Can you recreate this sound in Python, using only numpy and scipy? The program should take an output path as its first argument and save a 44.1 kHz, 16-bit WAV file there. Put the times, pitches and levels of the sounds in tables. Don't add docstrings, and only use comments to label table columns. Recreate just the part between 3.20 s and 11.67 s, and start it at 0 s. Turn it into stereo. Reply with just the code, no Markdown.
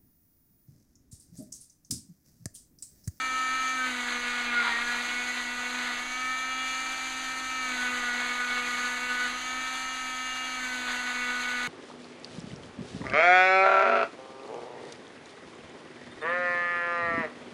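import sys
import numpy as np
from scipy import signal
from scipy.fft import rfft, irfft, next_fast_len
from scipy.io import wavfile
from scipy.ndimage import uniform_filter1d

SR = 44100
rng = np.random.default_rng(int(sys.argv[2]) if len(sys.argv) > 2 else 0)


def persist_wave(psi):
    counts = np.round(np.clip(psi, -1, 1) * 32767).astype(np.int16)
    wavfile.write(sys.argv[1], SR, np.atleast_2d(counts).T)


N = 373729


def from_db(db):
    return 10 ** (np.asarray(db) / 20)


def rms_one(x):
    return x / np.sqrt(np.mean(x ** 2) + 1e-20)


def in_time(rows):
    time_s, *columns = np.transpose(rows)
    return [np.interp(np.arange(N) / SR, time_s, column) for column in columns]


def at_hz(points, hz):
    grid_hz, *columns = np.transpose(points)
    return [np.interp(np.log(hz + 1), np.log(grid_hz), column) for column in columns]


def drift(rate_hz):
    pole = np.exp(-80 * np.pi * rate_hz / SR)
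    noise = rng.standard_normal(N // 40 + 2002)
    slow = signal.lfilter([1], [1, -2 * pole, pole * pole], noise)[2000:]
    return np.interp(np.arange(N) / 40, np.arange(len(slow)), rms_one(slow))


def colour(x, spectrum):
    size = next_fast_len(N)
    level_db, = at_hz(spectrum, np.arange(size // 2 + 1) * SR / size)
    return rms_one(irfft(rfft(x, size) * from_db(level_db), size)[:N])


def swells(rows):
    t, out = np.arange(N) / SR, np.zeros(N)
    for middle_s, length_s, change_db in rows:
        near = np.abs(t - middle_s) < length_s / 2
        out[near] += change_db * np.cos(np.pi * (t[near] - middle_s) / length_s)
    return out


# start_s, end_s, extra_scrape_db
PRESSES = [(.55, 2.87, 2), (4.42, 6.21, 2.7), (7.32, 8.7, 0.5)]
SINK_S, LIFT_S = 0.14, 0.14


def contact():
    t, load, scrape_db = np.arange(N) / SR, 0, 0
    for start_s, end_s, extra_db in PRESSES:
        held = np.clip(np.minimum((t - start_s) / SINK_S, (end_s - t) / LIFT_S), 0, 1)
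        load = load + held
        scrape_db = scrape_db + extra_db * held
    return load, scrape_db


# middle_s, length_s, order, rise_db
SQUEALS = [(0.616, .12, 6, 6.5), (1.38, 0.15, 6, 12), (1.387, 0.14, 9, 9.5), (1.45, 1, 10, 7),
           (1.548, 0.13, 8, 8), (1.685, 0.15, 6, 7), (1.69, 0.18, 7, 8.5), (2.1, 0.78, 9, 6),
           (2.173, 0.38, 8, 5.5), (2.96, 0.6, 9, 5.5), (3.14, 0.31, 7, 4), (3.25, 0.8, 13, 6),
           (3.45, .4, 11, 5.5), (3.66, 1.1, 9, 4), (3.645, .9, 10, 2.5), (3.7, 0.99, 3, 4),
           (4.63, 0.22, 6, 6), (4.894, 0.15, 6, 7), (5.205, 0.14, 6, 8), (5.672, 0.16, 6, 4.5),
           (5.8, 1.1, 12, 6.5), (6.006, 0.27, 6, 5), (6.45, .3, 7, 3), (6.743, .2, 11, 5),
           (7.138, 0.36, 11, 8), (8.03, 1.3, 6, 5), (8.1, 0.18, 8, 0)]


def squeal(order):
    return swells([(middle_s, length_s, rise_db) for middle_s, length_s, swelling, rise_db in SQUEALS
                   if round(swelling) == order])


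WHINE_DIP_DELAY_S, WHINE_DIP_S, WHINE_DIP_DB = 0.17, 0.12, -6


def whine_dip():
    moments_s = [s for start_s, end_s, _ in PRESSES for s in (start_s + WHINE_DIP_DELAY_S, end_s)]
    return swells([(s, WHINE_DIP_S, WHINE_DIP_DB) for s in moments_s])


def overtone(order, phase, load, waver_db, free_rough, cut_rough):
    rough = free_rough + (cut_rough - free_rough) * load
    angle = order * phase + rng.uniform(0, 2 * np.pi) + rough * drift(14.0)
    flicker = from_db(waver_db * drift(7.0)) * (1 + rough * drift(17.3)) / np.sqrt(1 + rough ** 2)
    return np.sqrt(2) * np.sin(angle) * flicker


# time_s, swell_db
WHINE_SWELL = [(0, 9.5), (.16, 9.5), (.64, 8.5), (.73, -2), (1.4, 0), (1.9, -7), (2.25, -12), (2.5, -6.5),
               (2.8, -3), (3.05, 3.5), (3.4, 3.5), (3.9, -3.5), (4.46, 5.5), (4.57, -1), (5.3, 2.5),
               (7.35, 0), (7.58, -6.5), (8.1, -0.5)]
# order, free_db, cut_db, swell_share
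WHINE = [(2, -61, -52, 0.39), (5, -40, -41, 0.87), (6, -48, -39, 0.18), (7, -42.5, -44.5, .55),
         (8, -51.5, -42.5, 0), (9, -42, -41, 0.56), (11, -47.5, -48, 0.04)]
# order, free_db, cut_db
BUZZ = [(3, -52, -55), (4, -75, -54), (10, -52, -48), (12, -55, -52.5), (13, -51, -58)]
SWING_DB, SWING_LOAD_DB, SWING_DB_PER_HZ_PER_S, SWING_WAVER_DB = -51, 4, 0.0446, 1.34


def blade_whine(phase, load, braking_hz_per_s, lead_trim_db=-0.3, buzz_trim_db=-1.5,
                free_waver_db=0.87, cut_waver_db=1.5):
    swing_db = SWING_DB + SWING_LOAD_DB * load + SWING_WAVER_DB * drift(7.3)
    swing_db = swing_db + SWING_DB_PER_HZ_PER_S * np.maximum(braking_hz_per_s, 0)
    out = np.sqrt(2) * from_db(swing_db) * np.sin(phase)
    swell_db = in_time(WHINE_SWELL)[0] + whine_dip()
    waver_db = free_waver_db + (cut_waver_db - free_waver_db) * load
    for order, free_db, cut_db, swell_share in WHINE:
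        order = round(order)
        level_db = free_db + (cut_db - free_db) * load + swell_share * swell_db
        level_db = level_db + squeal(order) + lead_trim_db
        out += from_db(level_db) * overtone(order, phase, load, waver_db,
                                            free_rough=0.013 * order, cut_rough=0.0042 * order ** 2)
    for order, free_db, cut_db in BUZZ:
        order = round(order)
        level_db = free_db + (cut_db - free_db) * load + squeal(order) + buzz_trim_db
        out += from_db(level_db) * overtone(order, phase, load, waver_db=0.61 * np.sqrt(order),
                                            free_rough=0.035 * order, cut_rough=0.047 * order)
    return out


# pitch_hz, free_db, cut_db
KNOCK = [(3370, -53, -50.5), (3940, -61.5, -62), (4220, -51.5, -52), (4970, -62.5, -60.5),
         (6030, -52.5, -58.5), (6460, -50.5, -53.5), (7100, -60.5, -59.5), (8700, -77, -70.5),
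         (10000, -70, -73), (12500, -87, -77.5), (15000, -98, -100)]
KNOCK_ORDERS = range(14, 52)
DRAG_BELOW_HZ = 254.9


def drive_knock(phase, load, trim_db=0.5, waver_db=2.5):
    out = np.zeros(N)
    for order in KNOCK_ORDERS:
        free_db, cut_db = at_hz(KNOCK, order * DRAG_BELOW_HZ)
        angle = order * phase + rng.uniform(0, 2 * np.pi) + (0.12 + 0.5 * load) * drift(9.4)
        level_db = free_db + (cut_db - free_db) * load + waver_db * drift(3.9) + trim_db
        out += np.sqrt(2) * from_db(level_db) * np.sin(angle)
    return out


def strokes(phase, depth_db, back_db):
    return rms_one(from_db(depth_db * np.cos(2 * phase) + back_db * np.cos(phase)))


# pitch_hz, level_db
RATTLE = [(500, -15), (1200, 2.5), (2200, 0.5), (2700, 0.5), (3400, -1), (4300, 3.5), (5100, -2.5),
          (6500, 4.5), (7300, -4), (8700, -11.5), (10400, -13.5), (11500, -20), (13700, -24.5),
          (15000, -45)]


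def drive_rattle(phase, treble_db, above_treble_db=4.5, flutter_db=1.5):
    hiss = rng.standard_normal(N) * strokes(phase, depth_db=3.0, back_db=3.5)
    hiss = hiss * from_db(0.53 * drift(250))
    return from_db(treble_db + above_treble_db + flutter_db * drift(20)) * colour(hiss, RATTLE)


# middle_s, length_s, scrape_db
SCRAPE_SWELLS = [(.72, 0.28, 1.5), (.91, 0.12, 2), (1.21, 0.09, 0), (1.52, 0.31, 2), (1.98, .12, -2),
                 (2.2, 0.079, 2), (2.38, 0.33, -4.5), (2.66, 0.12, 0.5), (2.78, .08, 0.5), (4.85, .16, -2),
                 (5.8, 0.31, -4.5), (6.94, 0.12, -5), (7.55, 0.29, -2.5), (7.7, 0.084, 4.5),
                 (8.43, 0.066, 2)]
# pitch_hz, level_db
RASP = [(150, -35), (450, -15), (620, -18), (740, -3.5), (850, -11), (1100, -5), (1400, -1), (1750, -1.5),
        (2100, 1), (2600, -8), (3900, -5), (6500, -21), (9000, -27), (15000, -52)]
SCRAPE_DB, SCRAPE_LOAD_DB, SCRAPE_DB_PER_HZ, SCRAPE_WAVER_DB = -42.3, 0.45, 0.3137, 0.76


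def tooth_rasp(phase, load, cut_db, drag_hz, clicks_per_s=6000, size_db=1.5, catch_db=1.05,
               chatter_db=0.04):
    scrape_db = SCRAPE_DB + SCRAPE_LOAD_DB * load + SCRAPE_DB_PER_HZ * drag_hz + cut_db
    scrape_db = scrape_db + swells(SCRAPE_SWELLS) + SCRAPE_WAVER_DB * drift(2.6)
    clicks = (rng.random(N) < clicks_per_s / SR) * rng.choice([-1, 1], N)
    clicks = clicks * from_db(size_db * np.minimum(rng.exponential(1, N), 4))
    clicks *= strokes(phase, depth_db=-1.4, back_db=1.0)
    clicks *= from_db(load * (catch_db * drift(85) + chatter_db * drift(34)))
    return from_db(scrape_db) * colour(clicks, RASP)


# pitch_hz, level_db
HUM = [(312.8, -62.5), (704, -64), (938.6, -53.5), (1877, -62), (2192, -60)]
# pitch_hz, level_db
ROOM = [(20, -20), (32, -23), (45, -14), (70, -1), (120, -14.5), (200, -8.5), (310, 0), (430, -11.5),
        (580, -5.5), (700, -0.5), (850, -1.5), (1500, -10), (4000, -31)]


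def room_tone(air_db=-53.0, rumble_db=-59.0):
    t, hum = np.arange(N) / SR, 0
    for pitch_hz, level_db in HUM:
        gain = np.sqrt(2) * from_db(level_db + 1.1 * drift(3.6))
        hum = hum + gain * np.sin(2 * np.pi * pitch_hz * t + 0.81 * drift(6.8))
    air = from_db(air_db + 1.3 * drift(3.4)) * colour(rng.standard_normal(N), ROOM)
    rumble_band = signal.butter(3, [12, 28], "band", fs=SR, output="sos")
    mid, side = rms_one(signal.sosfilt(rumble_band, rng.standard_normal((2, N))))
    return hum + air + from_db(rumble_db) * (mid + side * np.array([[0.5], [-0.5]]))


# start_s, peak_db
SNAGS = [(1.449, -21), (1.468, -19), (1.48, -23), (1.485, -24), (1.488, -35), (1.492, -21), (1.501, -30),
         (1.529, -26), (1.745, -23)]
# pitch_hz, level_db, t60_s
SHELL = [(760, -21, 0.027), (954, -4, 0.073), (1180, -17, .02), (1410, 2.5, 0.03), (2070, -12, .008)]


def snags(trim_db=-6.0, low_hz=700, high_hz=2800):
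    out, t = np.zeros(N), np.arange(SR // 20) / SR
    for start_s, peak_db in SNAGS:
        start = round(start_s * SR)
        for pitch_hz, mode_db, t60_s in SHELL:
            level_db = trim_db + peak_db + mode_db + rng.normal(0, 1.8) - 60 * t / t60_s
            gain = rng.choice([-1, 1]) * from_db(level_db)
            out[start:start + len(t)] += gain * np.sin(2 * np.pi * pitch_hz * t)
    shell_band = signal.butter(2, [low_hz, high_hz], "band", fs=SR, output="sos")
    return signal.sosfilt(shell_band, out)


# time_s, swings_hz
SPEED = [(0.0, 258.9), (0.26, 257.8), (0.38, 259.5), (0.57, 258.3), (0.68, 254.4), (0.73, 249.0),
         (0.85, 243.7), (1.18, 243.3), (1.39, 239.4), (1.53, 233.2), (1.65, 239.8), (2.1, 246.4),
         (2.22, 243.9), (2.57, 247.6), (2.76, 243.7), (2.99, 255.0), (3.21, 258.2), (3.7, 260.0),
         (4.36, 258.7), (4.43, 256.7), (4.6, 248.3), (4.72, 248.0), (4.91, 243.4), (5.02, 245.6),
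         (5.28, 246.1), (5.52, 244.8), (5.83, 248.2), (6.08, 246.4), (6.25, 253.9), (6.44, 257.3),
         (6.67, 259.0), (6.94, 255.7), (7.26, 257.0), (7.71, 247.9), (8.4, 246.5), (8.47, 245.2)]
# time_s, level_db
TREBLE = [(0.0, -45.5), (0.23, -45), (1.25, -47.5), (1.3, -57), (1.7, -45), (2.83, -47), (2.88, -45.5),
          (3.35, -48.5), (3.51, -44), (5.26, -46.5), (5.57, -43), (5.85, -45), (6.25, -46), (8.47, -46.5)]
INERTIA_S = 0.062
KNOCK_TREBLE_SHARE, JUDDER_DB = 0.3, 0.75


def scene():
    speed_hz, = in_time(SPEED)
    treble_db, = in_time(TREBLE)
    load, cut_db = contact()
    braking_hz_per_s = -uniform_filter1d(np.gradient(speed_hz) * SR, size=SR // 10)
    drag_hz = np.maximum(DRAG_BELOW_HZ - speed_hz + INERTIA_S * braking_hz_per_s, 0)
    jitter = (0.0005 + 0.00062 * load) * drift(21.9)
    phase = 2 * np.pi * np.cumsum(speed_hz * (1 + jitter)) / SR
    blade = blade_whine(phase, load, braking_hz_per_s) + tooth_rasp(phase, load, cut_db, drag_hz)
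    blade = blade * from_db(JUDDER_DB * load * drift(20))
    knock = drive_knock(phase, load) * from_db(KNOCK_TREBLE_SHARE * (treble_db - treble_db.mean()))
    return blade + knock + drive_rattle(phase, treble_db) + snags() + room_tone()


NOTCH_HZ, NOTCH_WIDTH_HZ, CUTOFF_HZ = 5458, 1780, 15050


def record(dry):
    notch = signal.iirnotch(NOTCH_HZ, NOTCH_HZ / NOTCH_WIDTH_HZ, fs=SR)
    notched = signal.lfilter(*notch, dry)
    return signal.sosfilt(signal.ellip(12, 0.1, 80, CUTOFF_HZ, fs=SR, output="sos"), notched)


dry = scene()
out = record(dry)
persist_wave(out)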